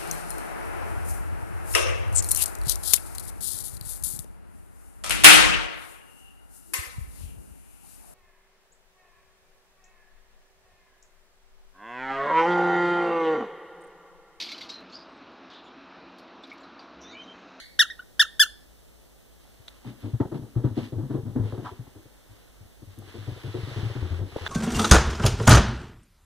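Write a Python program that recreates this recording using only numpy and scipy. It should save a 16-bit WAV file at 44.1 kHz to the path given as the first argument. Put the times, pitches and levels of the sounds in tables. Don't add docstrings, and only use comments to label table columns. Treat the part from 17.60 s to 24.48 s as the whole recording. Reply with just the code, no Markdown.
import sys
import numpy as np
from scipy import signal
from scipy.fft import rfft, irfft
from scipy.io import wavfile
from scipy.ndimage import uniform_filter1d

SR = 44100
rng = np.random.default_rng(int(sys.argv[2]) if len(sys.argv) > 2 else 0)


def store_pcm(level_fs):
    pcm = np.round(np.clip(level_fs, -1, 1) * 32767).astype(np.int16)
    wavfile.write(sys.argv[1], SR, np.atleast_2d(pcm).T)


N = 303408
LEAD_IN = 8820
TOTAL = N + LEAD_IN

# (contact_s, rise_s, ring_s, boom_db, boom_hz, knock_db, knock_hz, slap_db)
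FOOTFALLS = [(1.995, .006, 0.0068, -47.5, 94, -68, 298, -72),
             (2.247, .028, 0.034, -38.5, 121, -37, 245, -35.5),
             (2.428, 0.023, 0.028, -31, 105, -33, 289, -42),
             (2.53, 0.0087, 0.015, -21.5, 116.5, -43, 298, -65),
             (2.601, .011, 0.0089, -22, 116, -17, 278, -21.5),
             (2.647, .012, 0.0044, -31.5, 120, -28.5, 299, -65),
             (2.716, .01, 0.008, -32.5, 128, -27, 331, -39),
             (2.742, .011, 0.014, -30.5, 143.5, -26.5, 278, -63),
             (2.788, 0.0074, 0.0088, -35.5, 141, -34.5, 262, -65),
             (2.817, .01, 0.022, -36, 116, -36.5, 251.5, -65),
             (2.955, 0.012, 0.027, -20.5, 119, -33, 324, -36.5),
             (3.04, 0.0084, .022, -20.5, 123.4, -22.5, 272, -30),
             (3.1, 0.013, 0.021, -31.5, 107, -40, 280, -61),
             (3.17, 0.0098, 0.012, -29, 126, -21.5, 296, -53),
             (3.209, 0.01, 0.028, -35, 109, -35.5, 286, -65),
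             (3.322, 0.0066, 0.018, -31, 122, -35.5, 338, -52),
             (3.351, 0.022, 0.011, -27.5, 106, -55, 300, -65),
             (3.38, 0.011, 0.034, -31.5, 111, -32, 283, -51),
             (3.427, 0.0048, 0.029, -31, 135, -39, 256, -65),
             (3.498, .016, 0.013, -30, 125, -26.5, 269, -39),
             (3.539, 0.0087, 0.018, -27, 131.4, -25.5, 326, -35),
             (3.58, 0.0098, 0.013, -30, 115, -37, 344, -65),
             (3.625, 0.0083, 0.0072, -34, 123.8, -45, 297, -67),
             (3.649, 0.022, 0.033, -31.5, 108, -32, 222, -50),
             (3.703, 0.014, 0.032, -34, 110.6, -56, 260, -70),
             (3.756, 0.0082, 0.019, -26, 128, -22, 257, -46),
             (3.79, 0.0092, 0.039, -22.5, 106.3, -35, 281, -65),
             (3.832, 0.006, 0.036, -32.5, 104, -42.5, 421, -65),
             (3.923, 0.0078, 0.017, -30, 110, -34.5, 367, -27.5),
             (3.977, 0.0096, 0.016, -32.5, 114.6, -33, 310, -31.5),
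             (4.017, 0.011, 0.019, -42, 139, -36, 303, -65), (4.049, .016, 0.012, -41, 116, -40, 1107, -22),
             (4.112, 0.0077, 0.013, -43, 90, -43.5, 360, -65),
             (4.188, .008, 0.019, -34.5, 120, -44.5, 263, -65),
             (4.268, .009, 0.0045, -46.5, 101, -44.5, 312, -37),
             (4.352, 0.0099, 0.026, -47, 98, -46.5, 342.5, -40),
             (4.454, 0.0056, 0.0057, -47, 119, -48.5, 305, -72),
             (4.686, 0.025, 0.022, -49.5, 104, -59, 305, -70),
             (5.004, 0.0082, 0.016, -44.5, 98, -58.5, 302, -68.5),
             (5.049, 0.007, 0.0078, -46, 69.5, -62, 300, -70.5),
             (5.22, 0.0072, 0.0099, -42, 109, -45, 291, -64),
             (5.267, .009, 0.037, -43.5, 96, -64, 297, -70),
             (5.371, .016, 0.027, -40, 106.4, -44, 296, -65),
             (5.421, 0.0081, 0.034, -45, 105, -55, 422, -33.5),
             (5.471, 0.0094, 0.03, -46.5, 96, -51, 310, -70),
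             (5.543, .011, 0.015, -42, 97, -35.5, 327, -60),
             (5.575, 0.014, 0.04, -35.5, 103, -49, 296, -59),
             (5.669, 0.014, .016, -28.5, 111, -37.5, 353, -58),
             (5.712, 0.0087, 0.017, -33.5, 105, -46, 345, -68),
             (5.757, .012, 0.016, -43, 108, -46.5, 422, -70),
             (5.837, 0.013, 0.025, -31.5, 119.5, -40, 350, -58),
             (5.873, 0.011, 0.022, -31.5, 103, -46.5, 334, -40),
             (5.941, .01, .018, -31.5, 109, -32.5, 365, -50),
             (5.977, 0.011, 0.021, -33, 117, -44, 360, -70), (6.026, 0.008, 0.017, -29, 98, -47, 390, -65),
             (6.068, 0.013, 0.015, -35.5, 126, -37.5, 333, -65),
             (6.109, 0.0067, 0.015, -34, 118, -48, 470, -65),
             (6.159, .01, 0.031, -28.5, 110, -38, 349, -60),
             (6.181, 0.015, 0.012, -28.5, 109, -50, 340, -70),
             (6.224, 0.0085, 0.0096, -27, 107, -35.5, 333, -55),
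             (6.24, 0.018, 0.02, -26, 111, -45, 330, -70), (6.295, 0.013, 0.014, -30, 107, -41.5, 440, -65),
             (6.353, 0.0088, 0.01, -30, 120.4, -32, 320, -36),
             (6.369, 0.012, 0.033, -31.5, 117.4, -46, 332, -70),
             (6.418, 0.0097, 0.034, -25, 86.7, -38, 356, -58),
             (6.5, 0.014, 0.045, -24, 85.6, -44, 353, -65), (6.587, 0.0082, 0.019, -30, 84, -41, 397, -70),
             (6.61, .006, 0.029, -24.5, 92.7, -39, 330, -54),
             (6.656, 0.0093, 0.014, -41, 96, -42, 356, -70),
             (6.721, 0.0054, 0.019, -42, 91, -50, 374, -30.5),
             (6.759, 0.00344, 0.0044, -34, 90.5, -24.5, 414, -46),
             (6.807, .011, 0.035, -33.5, 87, -44.5, 417, -65)]


def amp(db):
    return 10 ** (np.asarray(db) / 20)


def rms_one(x):
    return x / np.sqrt(np.mean(x ** 2) + 1e-20)


def at_hz(points, hz):
    table_hz, values = np.array(points).T
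    return np.interp(np.log(hz + 1), np.log(table_hz), values)


def shaped(x, points):
    hz = np.fft.rfftfreq(x.shape[-1], 1 / SR)
    return irfft(rfft(x) * amp(at_hz(points, hz)), x.shape[-1])


def band(x, low_hz, high_hz):
    return signal.sosfilt(signal.butter(2, [low_hz, high_hz], "band", fs=SR, output="sos"), x)


def add(track, s, sound):
    i = LEAD_IN + round(s * SR)
    track[i:i + len(sound)] += sound[:TOTAL - i]


def clock():
    return np.arange(TOTAL) / SR - LEAD_IN / SR


def diffuse(length, likeness=None):
    # (pitch_hz, likeness from 0 to 1)
    usual_likeness = [(60, .995), (250, .99), (500, .95), (1000, .6), (2000, 0.24), (16000, .0)]
    points = usual_likeness if likeness is None else likeness
    alike = np.clip(at_hz(points, np.fft.rfftfreq(length, 1 / SR)), 0, 1)
    mid, side = rfft(rng.standard_normal((2, length)))
    ports = np.sqrt(1 + alike) * mid + np.sqrt(1 - alike) * side * [[1], [-1]]
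    return irfft(ports / np.sqrt(2), length)


def room_tone():
    # (pitch_hz, relative_level_db)
    colour = [(20, -6.5), (40, 0), (55, 10), (75, -5.5), (300, -13), (600, -16), (1000, -26.5), (2500, -27),
              (6000, -28.5), (16000, -30.5)]
    # (pitch_hz, likeness from 0 to 1)
    likeness = [(20, 0.94), (55, 0.88), (120, 0.19), (16000, .0)]
    return amp(-51.5) * rms_one(shaped(diffuse(TOTAL, likeness), colour))


def squeeze(s, length, top_hz, level_db, top, low_start, low_end):
    sag_shape = 1.7
    u = np.linspace(0, 1, num=40)
    climb = np.clip(1 - u / top, 0, 1)
    sag = np.clip((u - top) / (1 - top), 0, 1)
    lost = low_start * climb ** sag_shape + low_end * np.sin(np.pi * sag / 2) ** sag_shape
    db = np.interp(u, [0, 0.091, 0.46, 0.93, 1], [-15, -1.2, -1.5, -12, -26])
    return np.transpose([s + u * length, top_hz * (1 - lost), level_db + db])


def squeak(rows, dull_db):
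    # (multiple of the pitch, relative_level_db)
    overtones = [(1, -0.5), (2, -0.5), (3, -6), (4, -13), (5, -8.5), (6, -11.5), (7, -11), (8, -17.5),
                 (9, -16.5), (10, -12.5), (11, -24)]
    # (pitch_hz, left_over_right_db)
    shading = [(1000, 5.5), (2000, 0.5), (3500, 7), (5000, 6.5), (7000, 10.5), (12000, 14.5)]
    # (pitch_hz, gain_db)
    mouth = [(1000, 0.5), (6500, 7), (8000, -9), (10500, 1), (15000, -13.5)]
    t = clock()
    s, hz, level_db = np.transpose(rows)
    on = (t > s[0]) & (t < s[-1])
    t = t[on]
    pitch = uniform_filter1d(np.interp(t, s, hz), size=200)
    flutter = rms_one(band(rng.standard_normal(len(t)), 150, 900))
    pitch = pitch * (1 + .006 * flutter)
    level = uniform_filter1d(np.interp(t, s, amp(2 * level_db)) ** .5, size=40)
    level = level * np.clip(np.minimum(t - t[0], t[-1] - t) / 0.00021, 0, 1)

    phase = 2 * np.pi * np.cumsum(pitch) / SR
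    out = np.zeros((2, TOTAL))
    for k, order_db in overtones:
        gain_db = order_db - 3.5 + at_hz(mouth, k * pitch) - dull_db * (k - 1)
        gain_db = gain_db - at_hz(shading, k * pitch) * [[0], [1]]
        lag = 2 * np.pi * k * pitch * [[0], [.00003]]
        audible = k * pitch < .45 * SR
        out[:, on] += amp(gain_db) * np.sin(k * phase + 1.6 * k - lag) * audible
    hiss = band(rng.standard_normal((2, len(t))), 2000, 16000) * (1 + np.sin(phase))
    out[:, on] += amp(np.array([[-25], [-31]]) - dull_db) * hiss
    out[:, on] *= level
    puff = band(rng.standard_normal(len(t)), 250, 1000) * np.exp(-(t - t[0]) / 0.0034)
    out[:, on] += amp(max(level_db) - 18.0) * puff
    return out


def corridor(x):
    # (pitch_hz, t60_s)
    decay = [(60, 0.9), (300, 1), (1500, 0.58), (4000, 0.43), (8000, .32), (14000, .15)]
    # (delay_s, left_gain, right_gain, dulled_above_hz, scattered_over_s)
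    echoes = [(.0035, -0.33, 0.1, 12000, 0.000093), (.007, -0.68, 0.63, 9000, 0.00029),
              (0.024, 0.65, 0.41, 2200, .008)]
    t = np.arange(round(.5 * SR)) / SR
    tail = 0
    edges = 40 * 2.0 ** np.arange(9.5)
    noise = diffuse(len(t))
    for low, high in zip(edges, np.minimum(edges[1:], .45 * SR)):
        dying = amp(-60 * t / at_hz(decay, np.sqrt(low * high)))
        early_bright = 1 + (high / 3800.0) ** 1.5 * np.exp(-t / .022)
        tail = tail + band(noise, low, high) * dying * early_bright
    tail = tail * np.clip(t / 0.003, 0, 1)
    tail = tail / np.sqrt(np.sum(tail ** 2) / 2)
    for s, left, right, cut_hz, spread in echoes:
        scatter = rng.standard_normal(len(t)) * np.exp(-((t - s) / spread) ** 2)
        scatter = band(scatter + 1e-18, 600, cut_hz)
        scatter = scatter / np.sqrt(np.sum(scatter ** 2)) * np.sqrt(cut_hz / SR * 2)
        tail += np.outer([left, right], scatter)
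    return signal.fftconvolve(x[None], tail, axes=1)[:, :TOTAL]


def swell(rise, fall):
    t = np.arange(round((2 * rise + 4 * fall) * SR)) / SR - 2 * rise
    after = np.maximum(t, 0) / fall
    up = np.cos(np.pi * np.minimum(t, 0) / (4 * rise)) ** 2
    down = amp(-9.0 * (np.hypot(.4, after) - .4)) * np.cos(np.pi * after / 8)
    return t, up * down


def brush():
    # (time_s, relative_level_db, brightness_db)
    rustle = [(1.8, -65, 1), (2.4, -63, -8), (3, -63, -4), (3.5, -67.5, -2.5), (4.001, -55, -11),
              (4.299, -60, -25), (4.9, -62, -10), (5.3, -66.5, -6), (5.42, -60.5, 1), (5.49, -48, -4.5),
              (5.798, -47, -4), (6.19, -38.5, -7), (6.58, -42.5, -26), (6.651, -54, -2), (6.79, -41, -5.5),
              (6.88, -34.5, -12)]
    # (peak_s, relative_level_db, brightness_db, rise_s, fall_s)
    skids = [(2.082, -65, 21.5, 0.0026, 0.0044), (2.14, -59, -19, .03, 0.036),
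             (2.285, -47.5, -12, 0.029, 0.032), (2.44, -54, -4, 0.042, 0.065), (2.61, -70, -20, .008, .06),
             (2.75, -67, 13, 0.0079, 0.025), (3.042, -53.5, -22, 0.0055, 0.054),
             (3.19, -44.5, -3, 0.025, 0.046), (3.244, -54, 1.5, 0.01, 0.039), (3.55, -65, 3, 0.05, 0.026),
             (3.871, -52, -6, 0.029, 0.071), (4.066, -45.5, -29, 0.023, 0.041),
             (4.76, -62, -21, 0.051, 0.092), (5.338, -60, -4, .04, 0.0085), (6.868, -36, -25, .006, 0.0085)]
    s, level_db, bright_db = np.transpose(rustle)
    t = clock()
    low = amp(np.interp(t, s, level_db, left=-99))
    high = low * amp(np.interp(t, s, bright_db))
    for peak_s, skid_db, skid_bright_db, rise, fall in skids:
        after, shape = swell(rise, fall)
        add(low, peak_s + after[0], amp(skid_db) * shape)
        add(high, peak_s + after[0], amp(skid_db + skid_bright_db) * shape)
    grain = amp(1.3 * rms_one(band(rng.standard_normal(TOTAL), 24, 180)))
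    dull = rms_one(band(diffuse(TOTAL), 480, 3400))
    fibres = diffuse(TOTAL)
    crisp = rms_one(band(fibres, 3100, 11000)) * amp([[2], [-2]])
    bright = rms_one(band(fibres, 1700, 4600)) + amp(-12.0) * crisp
    return grain * (amp(-8.5) * low * dull + amp(-5.0) * high * bright)


def ticks():
    # (time_s, relative_level_db, ring_hz, ring_s)
    clicks = [(1.853, -46, 704, 0.0012), (2.0822, -27.5, 3860, 0.00052), (2.405, -45, 12130, 0.00021),
              (5.3885, -30.5, 10510, .0001), (6.8646, -17.5, 1670, 0.00098), (6.864, -27.5, 3560, 0.0016),
              (6.870, -29, 3450, 0.0019)]
    out, t = np.zeros(TOTAL), np.arange(300) / SR
    for s, level_db, hz, ring in clicks:
        add(out, s, amp(level_db) * np.exp(-t / ring) * np.sin(2 * np.pi * hz * t))
    return out


def knocks():
    out = np.zeros(TOTAL)
    width = 1.164
    for s, rise, ring, _, _, level_db, hz, _ in FOOTFALLS:
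        t, shape = swell(.6 * rise, 1.48 * ring)
        grit = rng.standard_normal(len(t) + 800)
        body = rms_one(band(grit, hz / width / 1.227, hz * width))[-len(t):]
        body = body + 0.57 * np.cos(2 * np.pi * hz * t + 9.84 * grit[0])
        add(out, s + .8 * rise + t[0], amp(level_db - 0.5) * shape * body)
    return out


def slaps():
    hits, t = np.zeros(TOTAL), np.arange(6000) / SR
    t60_s = 0.055
    for s, *_, level_db in FOOTFALLS:
        burst = rng.standard_normal(len(t)) * (1 + 0.9 * np.exp(-t / 0.0017))
        add(hits, s, amp(level_db - 60 * t / t60_s) * burst)
    return amp(-6.5) * band(hits, 400, 1070)


def thuds():
    lag_s, rise_share = 0.00313, 0.58
    out, rumble = np.zeros(TOTAL), np.zeros(TOTAL)
    for s, rise, ring, level_db, hz, *_ in FOOTFALLS:
        t, shape = swell(rise_share * rise, ring)
        start = s + rise + lag_s + t[0]
        swing = np.cos(2 * np.pi * (hz * t + rng.random()))
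        add(out, start, amp(level_db + 10) * shape * swing)
        add(rumble, start, amp(level_db) * shape)
    modes = rms_one(band(rng.standard_normal(TOTAL), 72.2, 166))
    joists = rms_one(band(rng.standard_normal(TOTAL), 36, 65))
    return out + amp(-8.5) * rumble * modes + amp(-11.5) * rumble * joists


def scene():
    # (start_s, length_s, top_pitch_hz, relative_level_db, moment of top as share of length,
    #  pitch share lost at the start, pitch share lost at the end, extra_loss_db per overtone)
    squeezes = [(-.1, 0.076, 2258, -14, .45, .36, .36, -1),
                (.19, 0.043, 1915, -12.5, 0.23, 0.3, 0.3, -0.37),
                (.299, 0.027, 1920, -32, 0.21, 0.31, 0.073, 6),
                (0.392, 0.017, 1533, -33, 0.97, 0.094, .01, 12.5),
                (.594, 0.037, 1859, -12, .28, 0.22, 0.29, -0.28),
                (0.795, .046, 1776, -12.5, .33, 0.16, 0.23, -1.5)]
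    early, *heard = [squeak(squeeze(*row), dull_db) for *row, dull_db in squeezes]
    toy = sum(heard)
    boom = thuds()
    paws = knocks() + slaps() + ticks()
    wet = amp(-9.5) * (toy + early)[0] + amp(-10.5) * boom + amp(-2.5) * paws
    near = boom * amp([[1.7], [0]]) + paws * amp([[1.8], [-1.3]])
    return (toy + near + brush() + corridor(wet) + room_tone())[:, LEAD_IN:]


def record(dry):
    # (pitch_hz, share)
    cross_left = [(100, .65), (1200, .62), (2500, .6), (3700, .3), (5000, .15), (6200, .35), (7600, .5),
                  (16000, .2)]
    # (pitch_hz, share)
    cross_right = [(100, .65), (1200, .72), (2500, .92), (3700, .85), (5000, .4), (6200, .1), (7600, .2),
                   (16000, .05)]
    delay_s, cutoff_hz = .000408, 16150
    hz = np.fft.rfftfreq(N, 1 / SR)
    shares = np.array([at_hz(cross_left, hz), at_hz(cross_right, hz)])
    cross = shares * np.exp(-2j * np.pi * hz * delay_s)
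    wide = dry - irfft(rfft(dry[::-1]) * cross, N)
    return signal.sosfilt(signal.cheby2(14, 60, cutoff_hz, fs=SR, output="sos"), wide)


dry = scene()
out = record(dry)
store_pcm(out)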